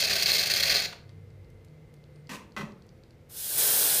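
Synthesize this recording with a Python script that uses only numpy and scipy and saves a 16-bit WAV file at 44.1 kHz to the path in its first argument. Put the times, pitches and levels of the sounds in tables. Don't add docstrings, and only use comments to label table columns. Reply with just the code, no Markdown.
import sys
import numpy as np
from scipy import signal
from scipy.fft import rfft, irfft
from scipy.io import wavfile
from scipy.ndimage import uniform_filter1d

SR = 44100
rng = np.random.default_rng(int(sys.argv[2]) if len(sys.argv) > 2 else 0)


def pcm_store(signal):
    levels = np.round(np.clip(np.atleast_2d(signal), -1, 1) * 32767)
    wavfile.write(sys.argv[1], SR, levels.astype(np.int16).T)


N = 176400

ROOM_DECAY = [(100, 0.7), (500, 0.52), (2000, 0.38), (5000, 0.33), (15000, 0.25)]

SPURTS = [(0, 0.017, 0.5), (.021, 0.0076, 0.5), (.036, 0.0061, 0.5), (.046, 0.011, 0.5),
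          (.069, 0.018, -3.5), (.096, 0.024, 0), (.128, 0.014, -2), (.154, 0.016, 1), (.181, 0.023, -3),
          (.198, 0.018, -4.5), (.222, 0.013, 3), (.2575, .015, 1), (.278, 0.026, 1.5), (.31, 0.0096, 0.5),
          (.328, 0.013, 1), (.347, 0.024, 1), (.381, 0.02, 0.5), (.404, 0.014, -1.5), (.428, 0.011, -0.5),
          (.458, 0.003, 2), (.466, 0.011, -1), (.498, 0.022, 1.5), (.536, 0.0035, 3), (.545, 0.0076, -2.5),
          (.559, 0.021, -0.5), (.583, 0.0076, -3.5), (.598, 0.011, 2), (.627, 0.014, 1.5),
          (.649, 0.019, -4), (.666, 0.019, -1), (.696, 0.033, 1.5), (.741, 0.011, 0), (.756, 0.016, -1),
          (.779, 0.025, -3.5), (.819, 0.007, -3.5), (.835, 0.024, -5.5)]
STEAM_POCKETS = [(0.07, -27.5), (.132, -23.5), (0.225, -20.5), (0.232, -22.5), (0.26, -17), (0.31, -20),
                 (0.319, -14.5), (0.395, -17), (0.539, -19), (0.563, -20), (0.57, -23.5), (0.628, -17),
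                 (.636, -17), (0.697, -17), (.703, -17), (0.722, -23), (.759, -16.5), (0.766, -20),
                 (.801, -19.5)]
SPRAY_TONE = [(41, -36), (70, -9.5), (104, -19), (151, -13), (215, -20.5), (306, -29), (387, -10.5),
              (445, -11.5), (481, -30), (563, -5), (609, -18), (672, -8), (957, -32.5), (1170, -13.5),
              (1310, -25.5), (1510, -8), (2560, -7), (3060, -14.5), (3240, -9), (3790, -5), (4350, 2),
              (5000, -6.5), (5300, -9), (6980, -12.5), (7700, -23), (10000, -52)]
SPOUT_MODES = [(2139, 43, -6), (2504, 32, -11), (2625, 18, -7), (3261, 91, -5.5), (4470, 240, -2),
               (4990, 37, -2.5), (5650, 310, -8.5), (6350, 130, -11.5)]
SPLASH_TONE = [(60, -14), (170, 2.5), (300, -11.5), (420, -4), (680, 1.5), (950, -9), (1700, -4),
               (2600, 4.5), (4000, -21)]
MIST_TONE = [(6500, -5.5), (8700, -0.5), (10500, -4), (12500, -3), (14600, 1), (15400, -0.5)]
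# start_s, length_s, level_db
KNOCK_AND_CLICK = [(.926, .006, -39.5), (1.091, 0.01, -62.5)]
KNOCK_TONE = [(250, -9), (600, -13), (1000, 3.5), (1600, 4), (2400, -7), (3200, -0.5), (4500, -7),
              (7000, -18), (15000, -33)]

RUMBLE_TONE = [(25, -9), (45, -4), (80, 2), (140, 2.5), (200, -7), (290, -13), (400, -10), (500, -8.5),
               (620, -16), (800, -23.5)]
RUMBLE_LEVELS = [(0, -53), (1.4, -55.5), (2.1, -54.5), (3.1, -54.5), (4, -57)]
AIR_TONE = [(700, 0), (1000, -2.5), (1500, -2.5), (2200, -3), (3000, -8), (4500, -11), (7000, -17),
            (10000, -19.5), (15400, -21)]
HUMS = [(1.04, 1.446, 98.4, 5.02, -47.5), (1.5, 1.7, 96.5, 3.05, -49), (1.68, 1.846, 153.8, 2.97, -51),
        (1.9, 2.32, 150.3, 2.97, -49.5), (.97, 1.55, 140.4, 25, -54), (1.3, 1.62, 51.6, 15, -55),
        (0, 3.5, 240, 3, -68), (0, 4.6, 333, 4, -67.5), (0, 3.1, 447, 5, -65.5), (0, 3.6, 500, 40, -67),
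        (0, 4.1, 2070, 140, -78), (0, 2.3, 2075, 50, -73), (2.135, 2.215, 8915, 120, -78)]
RINGING_TICKS = [(1.093, -52), (1.304, -59), (1.446, -59), (1.684, -60), (1.966, -60), (2.04, -56),
                 (2.159, -53.5), (2.2713, -50.5), (2.521, -52), (2.721, -50.5), (2.822, -52.5),
                 (2.891, -51.5), (3.036, -51.5), (3.107, -52.5)]
DRY_TICKS = [(1.502, -60), (1.647, -55.5), (1.94, -54.5), (2.866, -60)]

LEVER_SLIDES = [(2.2925, 0.026, -40.5), (2.314, 0.044, -39.5), (2.355, 0.013, -46.5)]
SCRAPE_TONE = [(130, -4), (200, 10.5), (330, 3), (700, -7.5), (1000, 4), (1450, -6.5), (1850, 1.5),
               (2300, -5.5), (2650, -1.5), (3600, -9), (7000, -12.5), (10000, -19), (15000, -23)]
CASE_MODES = [(146.7, -1.5, 0.15), (177, 0.5, 0.22), (214.8, 1.5, .19), (387, 0, 0.069), (573, -5, 0.14)]
LEVER_HITS = [(2.5652, 0.0065, -32, -40), (2.5743, 0.014, -33, -39), (2.5945, 0.01, -37, -33),
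              (2.60944, 0.0099, -36, -41), (2.6282, 0.0043, -52, -33.5)]
LEVER_MODES = [(815, -5, 0.1), (1052, 0, .1), (1093, -1.5, .07), (1277, -1.5, 0.12), (1540, -3, 0.1),
               (1880, -5, .08), (2012, 4.5, 0.115), (2482, -3, .1), (3101, -9, .13), (3327, -11, .13),
               (4210, -14, 0.13), (5475, -16, 0.15), (5798, -17, .19)]
CRACK_TONE = [(200, -18), (550, -2), (720, -5), (1080, 6.5), (1500, -3.5), (2000, 1.5), (2250, -8),
              (2500, -1), (3000, -7.5), (6000, -15), (9000, -22), (15000, -27)]

STEAM_VALVE = [(3.286, -79, -90), (3.298, -50.5, -65), (3.335, -45, -60), (3.372, -36, -57.5),
               (3.45, -32.5, -54), (3.567, -27, -44.5), (3.588, -21, -39), (3.66, -21.5, -37),
               (3.85, -21.5, -38.5), (4, -23, -42)]
HISS_TONE = [(1470, -42), (2500, -13.5), (2760, -10), (3340, -6), (5500, -4.5), (6050, -5), (7710, -3.5),
             (8600, -0.5), (9760, -0.5), (10300, 1.5), (11800, 0), (12700, -3.5), (13300, 2.5), (15200, 1)]
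RUSH_TONE = [(130, -4), (260, -10.5), (400, 1), (700, -1), (1050, -6.5), (1250, -7.5), (1560, 1.5),
             (2000, -6), (2400, -5), (3000, -13.5)]
WAND_MODES = [(3420, 300, -27.5), (4080, 260, -22), (5010, 260, -23), (8800, 260, -16)]

ROOM_BUILD_S, TOP_HZ = 0.0091, 15280
SHUT_S, DRAIN_S, PRESSURE_FALL_S = 0.81, 0.018, 0.092
STREAM_DB, SPRAY_DB, SPOUT_DB, SPLASH_DB = -9, -27.5, -31.5, -41.5
GURGLE_TOP_HZ, GURGLE_VARY_DB, SPOUT_T60_MAX_S = 3300, 2.5, 0.027
MIST_DB, MIST_STREAM_DB, PANEL_ECHO_S, PANEL_ECHO_DB = -36, -12, 0.0004515, -9.5
POP_HZ, POP_S, POP_DB = 4410, 0.0013, 2
AIR_DB, HUM_FADE_S, HUM_WAVER_DB = -69.3, 0.048, 2.5
TICK_HZ, TICK_SCATTER, PING_DB, DRY_TICK_DB = 4530, 0.03, -14.5, -3
SCRAPE_THUMP_DB, RING_DB, CRACK_DB, CLICK_DB = -10.5, -4.5, -6.5, -5
HISS_DB, RUSH_DB, WAND_WAVER_DB = -1.36, -0.5, 1.5


def undb(db):
    return 10 ** (np.asarray(db) / 20)


def clock():
    return np.arange(N) / SR


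def unit(x):
    return x / np.sqrt(np.mean(x ** 2) + 1e-20)


def noise():
    return rng.standard_normal(N)


def convolve(x, response):
    return signal.fftconvolve(x, response)[:N]


def colour(x, tone, size=2048):
    hz, db = np.array(sorted(tone)).T
    log_hz = np.log(np.maximum(np.fft.rfftfreq(size, 1 / SR), 1))
    beyond = np.maximum(np.log(hz[0]) - log_hz, 0) + np.maximum(log_hz - np.log(hz[-1]), 0)
    gain = undb(np.interp(log_hz, np.log(hz), db) - 24 * beyond)
    cepstrum = irfft(np.log(gain))
    cepstrum[1:size // 2] *= 2
    cepstrum[size // 2 + 1:] = 0
    response = irfft(np.exp(rfft(cepstrum)))
    return convolve(x, response / np.linalg.norm(response))


def band(x, hz, width):
    edges = [max(hz - width / 2, 10), min(hz + width / 2, SR / 2 - 10)]
    sos = signal.butter(2, edges, "band", fs=SR, output="sos")
    return signal.sosfilt(sos, x) * np.sqrt(SR / 2 / width)


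def ring(x, modes):
    t = clock()[:SR // 2]
    response = sum(undb(db - 60 * t / t60) * np.sin(2 * np.pi * hz * t) * (-1) ** k
                   for k, (hz, db, t60) in enumerate(modes))
    return convolve(x, response / np.linalg.norm(response))


def walk(rate_hz):
    step = max(int(SR / rate_hz), 2)
    stairs = np.repeat(rng.standard_normal(N // step + 1), step)
    return unit(uniform_filter1d(stairs, step)[:N])


def grains(per_s, spread_db):
    return unit((rng.random(N) < per_s / SR) * np.sign(noise()) * undb(spread_db * noise()))


def bursts(rows, attack_s, release_s):
    out, t = np.zeros(N), clock()[:SR // 4]
    for start, length, db in rows:
        i = max(int(start * SR), 0)
        shape = undb(db) * np.minimum(t / attack_s, 1) * np.exp(-np.maximum(t - length, 0) / release_s)
        out[i:i + len(t)] = np.maximum(out[i:i + len(t)], shape[:N - i])
    return out


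def fall(start_s, decay_s):
    return np.exp(-np.maximum(clock() - start_s, 0) / decay_s)


def taps(times, levels_db):
    out = np.zeros(N)
    out[(times * SR).astype(int)] = undb(levels_db) * np.sqrt(SR / 100)
    return out


def room(x, wet_db):
    f, t, cells = signal.stft(rng.standard_normal(SR), SR, nperseg=256)
    t60 = np.interp(f, *np.array(ROOM_DECAY).T)
    tail = signal.istft(cells * undb(-60 * t / t60[:, None]), SR)[1][:SR]
    tail *= 1 - np.exp(-clock()[:SR] / ROOM_BUILD_S)
    return x + undb(wet_db) * convolve(x, tail / np.linalg.norm(tail))


def spray(drive):
    drops = colour(grains(per_s=5000, spread_db=2) * drive * undb(walk(400)), SPRAY_TONE)
    gurgle = signal.sosfiltfilt(signal.butter(4, GURGLE_TOP_HZ, fs=SR, output="sos"), drops)
    swell = undb(GURGLE_VARY_DB * np.tanh(walk(30)))
    return undb(SPRAY_DB) * (drops + gurgle * (swell - 1))


def spout(drive):
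    gas = noise() * drive * undb(0.44 * walk(250))
    modes = [(hz, db, min(4.5 / width, SPOUT_T60_MAX_S)) for hz, width, db in SPOUT_MODES]
    out = undb(SPOUT_DB) * ring(gas, modes)
    for at, db in STEAM_POCKETS:
        detune, turn = rng.standard_normal(2)
        t = clock() - at
        pip = np.sin(2 * np.pi * (POP_HZ * (1 + 0.04 * detune) * t + turn))
        out += undb(db + POP_DB) * np.exp(-(t / POP_S) ** 2) * pip
    return out


def mist(spurts, flow):
    t = clock()
    drive = np.hypot(spurts * fall(SHUT_S, PRESSURE_FALL_S), undb(MIST_STREAM_DB) * flow)
    hiss = colour(noise() * drive * undb(walk(60)), MIST_TONE)
    echo = undb(PANEL_ECHO_DB) * np.interp(t - PANEL_ECHO_S, t, hiss)
    return undb(MIST_DB) * room(hiss + echo, wet_db=-8)


def water():
    flow = fall(SHUT_S, DRAIN_S)
    spurts = bursts(SPURTS, attack_s=0.00033, release_s=0.004)
    drive = np.hypot(spurts, undb(STREAM_DB) * flow)
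    drops, ringing = spray(drive), spout(drive)
    splash = colour(grains(per_s=1500, spread_db=1) * fall(start_s=0.85, decay_s=0.017), SPLASH_TONE)
    impacts = colour(noise() * bursts(KNOCK_AND_CLICK, attack_s=0.0003, release_s=0.004), KNOCK_TONE)
    jet = room(drops + impacts, wet_db=-8) + room(ringing, wet_db=-18)
    return jet + mist(spurts, flow) + undb(SPLASH_DB) * room(splash, wet_db=-5)


def room_tone():
    t = clock()
    rumble = colour(noise(), RUMBLE_TONE, size=16384) * undb(np.interp(t, *np.array(RUMBLE_LEVELS).T))
    out = rumble + undb(AIR_DB) * colour(noise(), AIR_TONE)
    for start, end, hz, width, db in HUMS:
        gate = np.clip(np.minimum(t - start, end - t) / HUM_FADE_S + 0.5, 0, 1)
        phase = 2 * np.pi * np.cumsum(hz + width / 2 * walk(2 * width)) / SR
        out += gate * undb(db + HUM_WAVER_DB * np.tanh(walk(3 * width))) * np.sin(phase)
    return out


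def ticks():
    at, db = np.array(RINGING_TICKS).T
    pitches = TICK_HZ * (1 + TICK_SCATTER * rng.standard_normal(len(at)))
    pings = sum(band(taps(start, level + PING_DB), hz, width=700)
                for start, level, hz in zip(at, db, pitches))
    onsets = bursts(zip(at, 0 * at, db), attack_s=0.0001, release_s=0.002)
    clicks = undb(-6.5) * band(noise() * onsets, hz=4600, width=4700)
    dry_rows = [(start, 0, level + DRY_TICK_DB) for start, level in DRY_TICKS]
    snaps = band(noise() * bursts(dry_rows, attack_s=0.0001, release_s=0.003), hz=7300, width=10500)
    return room(pings + clicks + snaps, wet_db=-9)


def lever_scrape():
    slip = grains(per_s=6000, spread_db=2.5) * bursts(LEVER_SLIDES, attack_s=0.00061, release_s=0.0086)
    return room(colour(slip, SCRAPE_TONE) + undb(SCRAPE_THUMP_DB) * ring(slip, CASE_MODES), wet_db=-7)


def lever_clack():
    at, length, db, thump_db = np.array(LEVER_HITS).T
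    blows = taps(at, db)
    contact = bursts(zip(at, length, db), attack_s=0.00034, release_s=0.0065)
    chatter = grains(per_s=8000, spread_db=1) * contact
    metal = undb(RING_DB) * ring(blows, LEVER_MODES)
    crack = undb(CRACK_DB) * colour(chatter + undb(CLICK_DB) * blows, CRACK_TONE)
    thump = undb(-0.5) * ring(taps(at, thump_db), CASE_MODES)
    return room(metal, wet_db=-13) + room(crack, wet_db=-6) + room(thump, wet_db=-8.5)


def steam():
    t = clock()
    at, hiss_db, rush_db = np.array(STEAM_VALVE).T
    jet = undb(np.interp(t, at, hiss_db) + HISS_DB)
    hiss = colour(noise(), HISS_TONE) * jet * undb(0.4 * walk(150))
    rush = colour(noise(), RUSH_TONE) * undb(np.interp(t, at, rush_db) + RUSH_DB + 1.23 * walk(40))
    wand = jet * sum(band(noise(), hz, width) * undb(db + WAND_WAVER_DB * walk(13))
                     for hz, width, db in WAND_MODES)
    return room((hiss + wand + rush) * (t > at[0]), wet_db=-8)


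def scene():
    mono = water() + room_tone() + ticks() + lever_scrape() + lever_clack() + steam()
    return np.tile(mono, (2, 1))


def record(dry):
    return signal.sosfilt(signal.ellip(14, 0.2, 80, TOP_HZ, fs=SR, output="sos"), dry)


dry = scene()
out = record(dry)
pcm_store(out)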